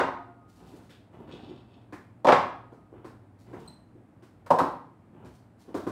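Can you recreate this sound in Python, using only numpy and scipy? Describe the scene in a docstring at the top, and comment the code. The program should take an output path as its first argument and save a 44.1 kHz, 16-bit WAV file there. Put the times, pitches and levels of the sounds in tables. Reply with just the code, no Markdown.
"""A small, live workshop: silicone soap molds are put down on a wooden worktable.
Each lands in a quick clatter of edges that rings the tabletop and, faintly, the things on it.
Gloved hands brush the molds, push them over the wood in tiny slips and bump them into place
with hollow knocks; once a glove squeaks on the rubber. Ventilation rumbles and hums underneath."""
import sys
import numpy as np
from scipy import signal
from scipy.fft import rfft, irfft, next_fast_len
from scipy.io import wavfile
from scipy.ndimage import map_coordinates

SR = 44100
rng = np.random.default_rng(int(sys.argv[2]) if len(sys.argv) > 2 else 0)


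def unload_wav(signal):
    """Save mono or channel-first audio to the path in sys.argv[1] as 16-bit WAV at rate SR, clipped to [-1, 1]."""
    wavfile.write(
        sys.argv[1],
        SR,
        np.round(np.clip(np.atleast_2d(signal).T, -1, 1) * 32767).astype(np.int16),
    )


N = 260631


def amp(db):
    """Decibels to gain."""
    return 10 ** (np.asarray(db) / 20)


def unit_hit(x, span_s=.025):
    """Scale to the energy of span_s at rms 1."""
    return x * np.sqrt(span_s * SR / (np.sum(x ** 2) + 1e-20))


def along(points, hz):
    """Interpolate (f/Hz, value) points on a log axis."""
    f, values = np.transpose(points)
    return np.interp(np.log(hz + 1), np.log(f + 1), values)


def filtered(x, response):
    """Apply a gain given as a function of f/Hz."""
    size = next_fast_len(len(x) + 8192)
    return irfft(rfft(x, size) * response(np.fft.rfftfreq(size, 1 / SR)), size)[:len(x)]


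def coloured(x, spectrum):
    """Shape by (f/Hz, level/dB) points, at rms 1."""
    x = filtered(x, lambda hz: amp(along(spectrum, hz)))
    return x / np.sqrt(np.mean(x ** 2) + 1e-20)


def fade(t, t60_s):
    """Exponential decay."""
    return np.exp(np.maximum(-np.log(1000) * t / t60_s, -60))


def onset(t, rise_s):
    """Exponential rise to 1."""
    return 1 - np.exp(-t / rise_s)


def wobble(rate_hz):
    """Smooth random curve."""
    knots = rng.standard_normal(int(N * rate_hz / SR) + 4)
    return map_coordinates(knots, [np.arange(N) * rate_hz / SR])


def add(track, start_s, sound):
    """Mix in a sound; start_s may be negative."""
    start = round(start_s * SR)
    sound, start = sound[max(0, -start):], max(0, start)
    track[start:start + len(sound)] += sound[:max(0, N - start)]


# workshop decay: f/Hz, t60/s
ROOM_DECAY = [(100, 1), (300, 0.26), (900, 0.49), (2000, 0.49), (4000, 0.46), (8000, .38), (15000, 0.46)]

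def in_room(x, wet_db, build_s=.0025):
    """Add reverberation; each spot in the room has its own noise tail."""
    hz, t, noise = signal.stft(rng.standard_normal(SR // 2), SR, nperseg=256)
    tail = signal.istft(noise * fade(t, along(ROOM_DECAY, hz)[:, None]), SR, nperseg=256)[1]
    tail *= onset(np.arange(len(tail)) / SR, build_s)
    echo = signal.fftconvolve(x, tail)
    echo *= np.sqrt(np.sum(x ** 2) / np.sum(echo ** 2))
    return np.pad(x, (0, len(tail) - 1)) + amp(wet_db) * echo


# air rumble spectrum: f/Hz, level/dB
AIR_SPECTRUM = [(15, -47), (25, -29), (99, -4), (119, -10.5), (160, -3), (289, -2), (349, -8.5),
                (445, -13.5), (703, -14), (1200, -22), (2230, -30.5), (2770, -36.5), (6050, -48),
                (8350, -44), (15500, -55)]
# hum bands: f/Hz, level/dB
HUM_BANDS = [(59, -68.5), (99, -58.5), (118, -56.5)]

def ventilation(air_db=-58, hum_db=-1):
    """Air rumbles under narrow hum bands that drift in level and phase."""
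    hum, t = np.zeros(N), np.arange(N) / SR
    for hz, db in HUM_BANDS:
        drift = (wobble(11) + 1j * wobble(5.7)) / np.sqrt(2)
        hum += amp(db + hum_db) * np.real(drift * np.exp(2j * np.pi * hz * t))
    return hum + amp(air_db) * coloured(rng.standard_normal(N), AIR_SPECTRUM)


# modes of things on the table: f/Hz, level/dB, t60/s
OBJECT_MODES = [(275, 0, 1.1), (344, -2, 1.1), (700, -1, 1.3), (781, -4, 1), (867, -3, .9), (1066, -7, .9),
                (1244, -1, 1.35), (1420, -7, 1.1)]
# table jolts: t/s, level/dB
TABLE_JOLTS = [(-.05, -42), (2.289, -46.5), (4.51, -58.5)]

def ringing_objects(partials=4, spread_hz=7.6):
    """Jolts leave things on the table ringing; each mode is a cluster of beating partials."""
    out, t = np.zeros(N), np.arange(SR) / SR
    for start_s, jolt_db in TABLE_JOLTS:
        ring = np.zeros(SR)
        for hz, db, t60_s in OBJECT_MODES:
            for _ in range(partials):
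                partial_hz = hz + spread_hz * rng.standard_normal()
                ring += amp(db) * fade(t, t60_s) * np.sin(2 * np.pi * (partial_hz * t + rng.random()))
        add(out, start_s, amp(jolt_db) * np.sqrt(2 / partials) * ring * onset(t, .0068))
    return out


def radiation(hz, corner_hz):
    """Below its corner a body moves air poorly."""
    return hz / np.hypot(hz, corner_hz)


def knock(modes, contact_hz, thud_db, dense_db, dense_t60_s, rise_s, thud_corner_hz=680):
    """One contact rings a body's modes and a blur of denser ones."""
    t = np.arange(SR // 5) / SR
    hz, db, t60_s = np.transpose(modes)[:, :, None]
    gains = amp(db + rng.normal(0, 1, hz.shape)) * rng.choice([-1, 1], hz.shape)
    ring = np.sum(gains * fade(t, t60_s) * np.sin(2 * np.pi * hz * t), axis=0)
    outline = [(40, -42.5)] + [mode[:2] for mode in modes] + [(6000, -55.5)]
    dense = coloured(rng.standard_normal(len(t)), outline) * fade(t, dense_t60_s)
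    body = (unit_hit(ring) + amp(dense_db) * unit_hit(dense)) * onset(t, rise_s)
    # thud_db sets the weight of the knock's low thud
    body = filtered(body, lambda f: amp(thud_db / (1 + (f / thud_corner_hz) ** 6)))
    # a soft contact lasts longer and leaves the high modes still
    softness = signal.butter(4, contact_hz, fs=SR, output="sos")
    return unit_hit(signal.sosfilt(softness, body))


# surface slap spectrum: f/Hz, level/dB
SLAP_SPECTRUM = [(300, -34.5), (1500, 13.5), (2800, 3), (3700, 2), (5000, -1.5), (7000, -7.5), (8300, -7.5),
                 (10000, -14), (15500, -22)]

def slap(tilt_db_oct, t60_s, rise_s):
    """Two surfaces meet in a short hiss; the tilt acts on the treble."""
    t = np.arange(SR // 5) / SR
    spectrum = [(hz, db + tilt_db_oct * np.log2(max(hz, SR / 16))) for hz, db in SLAP_SPECTRUM]
    hiss = coloured(rng.standard_normal(len(t)), spectrum)
    return unit_hit(hiss * fade(t, t60_s) * onset(t, rise_s))


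# edge, flat and rebound of a landing or bump: delay/s, level/dB, thud/dB, slap/dB
CONTACTS = [(0, -5, 2, 7.5), (.005, -1, 2, -7.5), (.012, -8.5, -2, -3)]
# tabletop modes: f/Hz, level/dB, t60/s
TABLETOP_MODES = [(104, -19, .1), (170, -15, .09), (258, -10, .09), (378, -6, .07), (500, -1, .05),
                  (572, 0, .05), (770, -1, .04), (860, -4, .04), (955, 1, .05), (1070, 0, .05),
                  (1200, -5, .04), (1520, -8, .035), (2120, -14, .025), (2750, -20, .02)]
# mold landings: t/s, level/dB, contact bandwidth/Hz, slap/dB, slap tilt/(dB/oct), best-driven f/Hz
MOLD_LANDINGS = [(-.02, -20, 2100, -15.5, -9.5, 910), (.001, -27, 2380, -17.5, -2, 1540),
                 (.08, -36, 1890, -31, -1, 990), (2.246, -22, 1060, -24, -1.5, 700),
                 (2.269, -18.5, 1265, -17, -5, 767), (2.284, -16, 1403, -16, -6.5, 940),
                 (2.298, -20, 1200, -24, -4.5, 600), (2.320, -17, 2028, -12.5, -7, 800),
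                 (4.462, -50.5, 2800, -11.5, 4, 1450), (4.504, -17, 1030, -26, 1.5, 854),
                 (4.586, -26, 1700, -17.5, 2.5, 900), (4.598, -23.5, 1290, -25, -10, 1075),
                 (4.605, -29.5, 463, -31.5, -5, 330)]

def landings(spot_db=5, spot_width_oct=.4):
    """Molds hit the table edge by edge; each spot favours the modes that move most there."""
    out = np.zeros(N)
    for start_s, db, contact_hz, slap_db, tilt_db_oct, spot_hz in MOLD_LANDINGS:
        def spot(hz):
            band = np.exp(-(np.log2((hz + 1) / spot_hz) / spot_width_oct) ** 2)
            return amp(spot_db * band) * radiation(hz, corner_hz=125)

        for delay_s, step_db, thud_db, edge_db in CONTACTS:
            wood = knock(TABLETOP_MODES, contact_hz, thud_db, dense_db=2, dense_t60_s=.052, rise_s=.001)
            surface = slap(tilt_db_oct, t60_s=.086, rise_s=.0011)
            hit = unit_hit(filtered(wood, spot)) + amp(slap_db + edge_db) * surface
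            add(out, start_s + delay_s, amp(db + step_db) * in_room(hit, wet_db=-1.5))
    return out


def stroke(start_s, length_s, attack_s, t60_s=.25):
    """A movement speeds up, holds and dies away."""
    t = np.arange(N) / SR - start_s
    return np.clip(t / attack_s, 0, 1) * fade(np.maximum(t - length_s, 0), t60_s)


def friction(spectrum, slips_per_s):
    """Tiny random slips under an uneven grip."""
    grip = amp(4 * wobble(40))
    slips = (rng.random(N) < slips_per_s / SR) * rng.standard_normal(N)
    return coloured(slips * grip, spectrum)


# glove friction spectrum: f/Hz, level/dB
GLOVE_HISS = [(2500, -13), (4500, -9), (6500, -13.5), (8300, -13.5), (10000, -17.5), (15500, -22.5)]
# glove strokes: t/s, length/s, level/dB
GLOVE_STROKES = [(0.474, 0.057, -69.5), (0.55, 0.13, -73), (0.676, 0.087, -71.5), (0.8, .08, -75),
                 (1.11, .06, -77.5), (1.28, 0.11, -86), (3.378, 0.038, -68.5), (3.486, 0.21, -73),
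                 (5.252, .11, -75.5), (5.576, .035, -67.5)]

def glove_brushes():
    """Gloves hiss along the mold walls."""
    speed = sum(amp(db) * stroke(start_s, length_s, attack_s=.025)
                for start_s, length_s, db in GLOVE_STROKES)
    return in_room(speed * friction(GLOVE_HISS, slips_per_s=2700), wet_db=0)[:N]


# rubber dragging on wood: f/Hz, level/dB
DRAG_SPECTRUM = [(60, -7.5), (140, -4), (320, 0), (600, -14.5), (1000, -15), (2000, -55)]
# mold wall scuffing: f/Hz, level/dB
SCUFF_SPECTRUM = [(400, 12), (750, 16.5), (1300, 9.5), (2200, -1.5), (3000, -2.5), (6000, -45)]
# rubber gripping: f/Hz, level/dB
RASP_SPECTRUM = [(1290, -26), (2200, -8.5), (2590, 6), (2820, -0.5), (3610, 4), (4090, -4.5), (4560, -4),
                 (4860, -12), (5240, -9), (5370, -11), (6140, -22), (6750, -14), (7470, -24), (8370, -17),
                 (10000, -41), (13000, -65), (22000, -120)]
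# mold pushes: t/s, length/s, level/dB, rasp/dB
MOLD_PUSHES = [(0.579, 0.22, -54, -24), (0.887, 0.018, -67.5, 9.5), (1.114, 0.13, -51, -27.5),
               (1.271, 0.13, -50.5, -12), (1.427, 0.15, -56, -14.5), (1.668, 0.13, -64.5, -13.5),
               (2.912, 0.18, -55, -44), (3.447, 0.078, -53, -29), (3.54, 0.15, -51, -24),
               (5.125, 0.15, -53.5, -41), (5.648, 0.058, -54, -35.5)]

def slides(scuff_db=-9):
    """Rubber drags and scuffs over the wood, and rasps where it grips."""
    drag = friction(DRAG_SPECTRUM, slips_per_s=490)
    scuff = amp(scuff_db) * friction(SCUFF_SPECTRUM, slips_per_s=1600)
    rasp = friction(RASP_SPECTRUM, slips_per_s=1200)
    out = np.zeros(N)
    for start_s, length_s, db, rasp_db in MOLD_PUSHES:
        speed = amp(db) * stroke(start_s, length_s, attack_s=.02)
        out += speed * (drag + scuff + amp(rasp_db) * rasp)
    return in_room(out, wet_db=0)[:N]


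# modes of a hollow mold on wood: f/Hz, level/dB, t60/s
MOLD_MODES = [(110, -17, .1), (200, -14, .05), (290, -5, .04), (355, 0, .035), (520, -9, .03),
              (720, -13, .03), (1040, -11, .03), (1540, -15, .022), (2250, -17, .016)]
# rubber and glove bumps: t/s, level/dB, contact bandwidth/Hz, slap/dB
MOLD_BUMPS = [(0.734, -50.5, 700, -22), (0.895, -62, 4570, -1), (1.285, -51, 2170, -29.5),
              (1.329, -47.5, 900, -27), (1.484, -47.5, 550, -44), (1.504, -50, 496, -41),
              (1.924, -42, 2700, -18), (2.722, -50.5, 1240, -26.5), (2.92, -50, 1000, -49),
              (3.045, -45, 1703, -18.5), (3.53, -45, 2360, -25.5), (3.947, -55.5, 600, -43),
              (4.224, -55.5, 2000, -13), (5.218, -62, 1190, -41.5), (5.248, -57.5, 2000, -8.5),
              (5.681, -47, 1100, -27.5), (5.743, -30, 1310, -22.5), (5.867, -31.5, 1400, -24)]

def bumps():
    """Nudged molds knock hollowly; the rubber touches with a tick, then its skin brushes on."""
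    out = np.zeros(N)
    for start_s, db, contact_hz, slap_db in MOLD_BUMPS:
        soft_db = 2 - 4 * np.log2(contact_hz / 1000)  # harder contact, less thud
        for delay_s, step_db, thud_db, edge_db in CONTACTS:
            body = knock(MOLD_MODES, contact_hz, soft_db + thud_db,
                         dense_db=-5.5, dense_t60_s=.18, rise_s=.00083)
            body = filtered(body, lambda hz: radiation(hz, corner_hz=127.4))
            skin = slap(tilt_db_oct=4.5, t60_s=.24, rise_s=.0055)
            tick = amp(-8.5) * slap(tilt_db_oct=-3, t60_s=.0068, rise_s=.0016)
            hit = unit_hit(body) + amp(slap_db + edge_db) * unit_hit(skin + tick)
            add(out, start_s + delay_s, amp(db + step_db) * in_room(hit, wet_db=-2, build_s=.0029))
    return out


# squeak harmonics: multiple, level/dB
SQUEAK_HARMONICS = [(1, 0), (2, -5), (3, -23)]
# glove squeak: t/s, length/s, f/Hz, level/dB
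GLOVE_SQUEAKS = [(3.675, 0.014, 4143, -46)]

def glove_squeak(jitter=.025):
    """A glove sticks and slips on rubber: a shrill chirp with a shivering pitch."""
    out, t = np.zeros(N), np.arange(SR // 2) / SR
    for start_s, length_s, hz, db in GLOVE_SQUEAKS:
        pitch_hz = hz * (1 + jitter * wobble(900)[:len(t)])
        phase = 2 * np.pi * np.cumsum(pitch_hz) / SR
        tone = sum(amp(level_db) * np.sin(k * phase) for k, level_db in SQUEAK_HARMONICS)
        swell = np.sin(np.pi * np.clip(t / length_s, 0, 1))
        add(out, start_s, in_room(amp(db) * tone * swell, wet_db=-3, build_s=.0037))
    return out


def scene():
    """Mono mix, heard from above the table."""
    impacts = landings() + ringing_objects() + bumps()
    return (impacts + slides() + glove_brushes() + glove_squeak() + ventilation())[None]


def record(dry, low_hz=50, top_hz=15760):
    """The microphone sheds the deepest bass and keeps nothing above top_hz."""
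    low_cut = signal.butter(8, low_hz, "high", fs=SR, output="sos")
    return np.array([filtered(channel, lambda hz: hz < top_hz)
                     for channel in signal.sosfilt(low_cut, dry)])


dry = scene()
out = record(dry)
unload_wav(out)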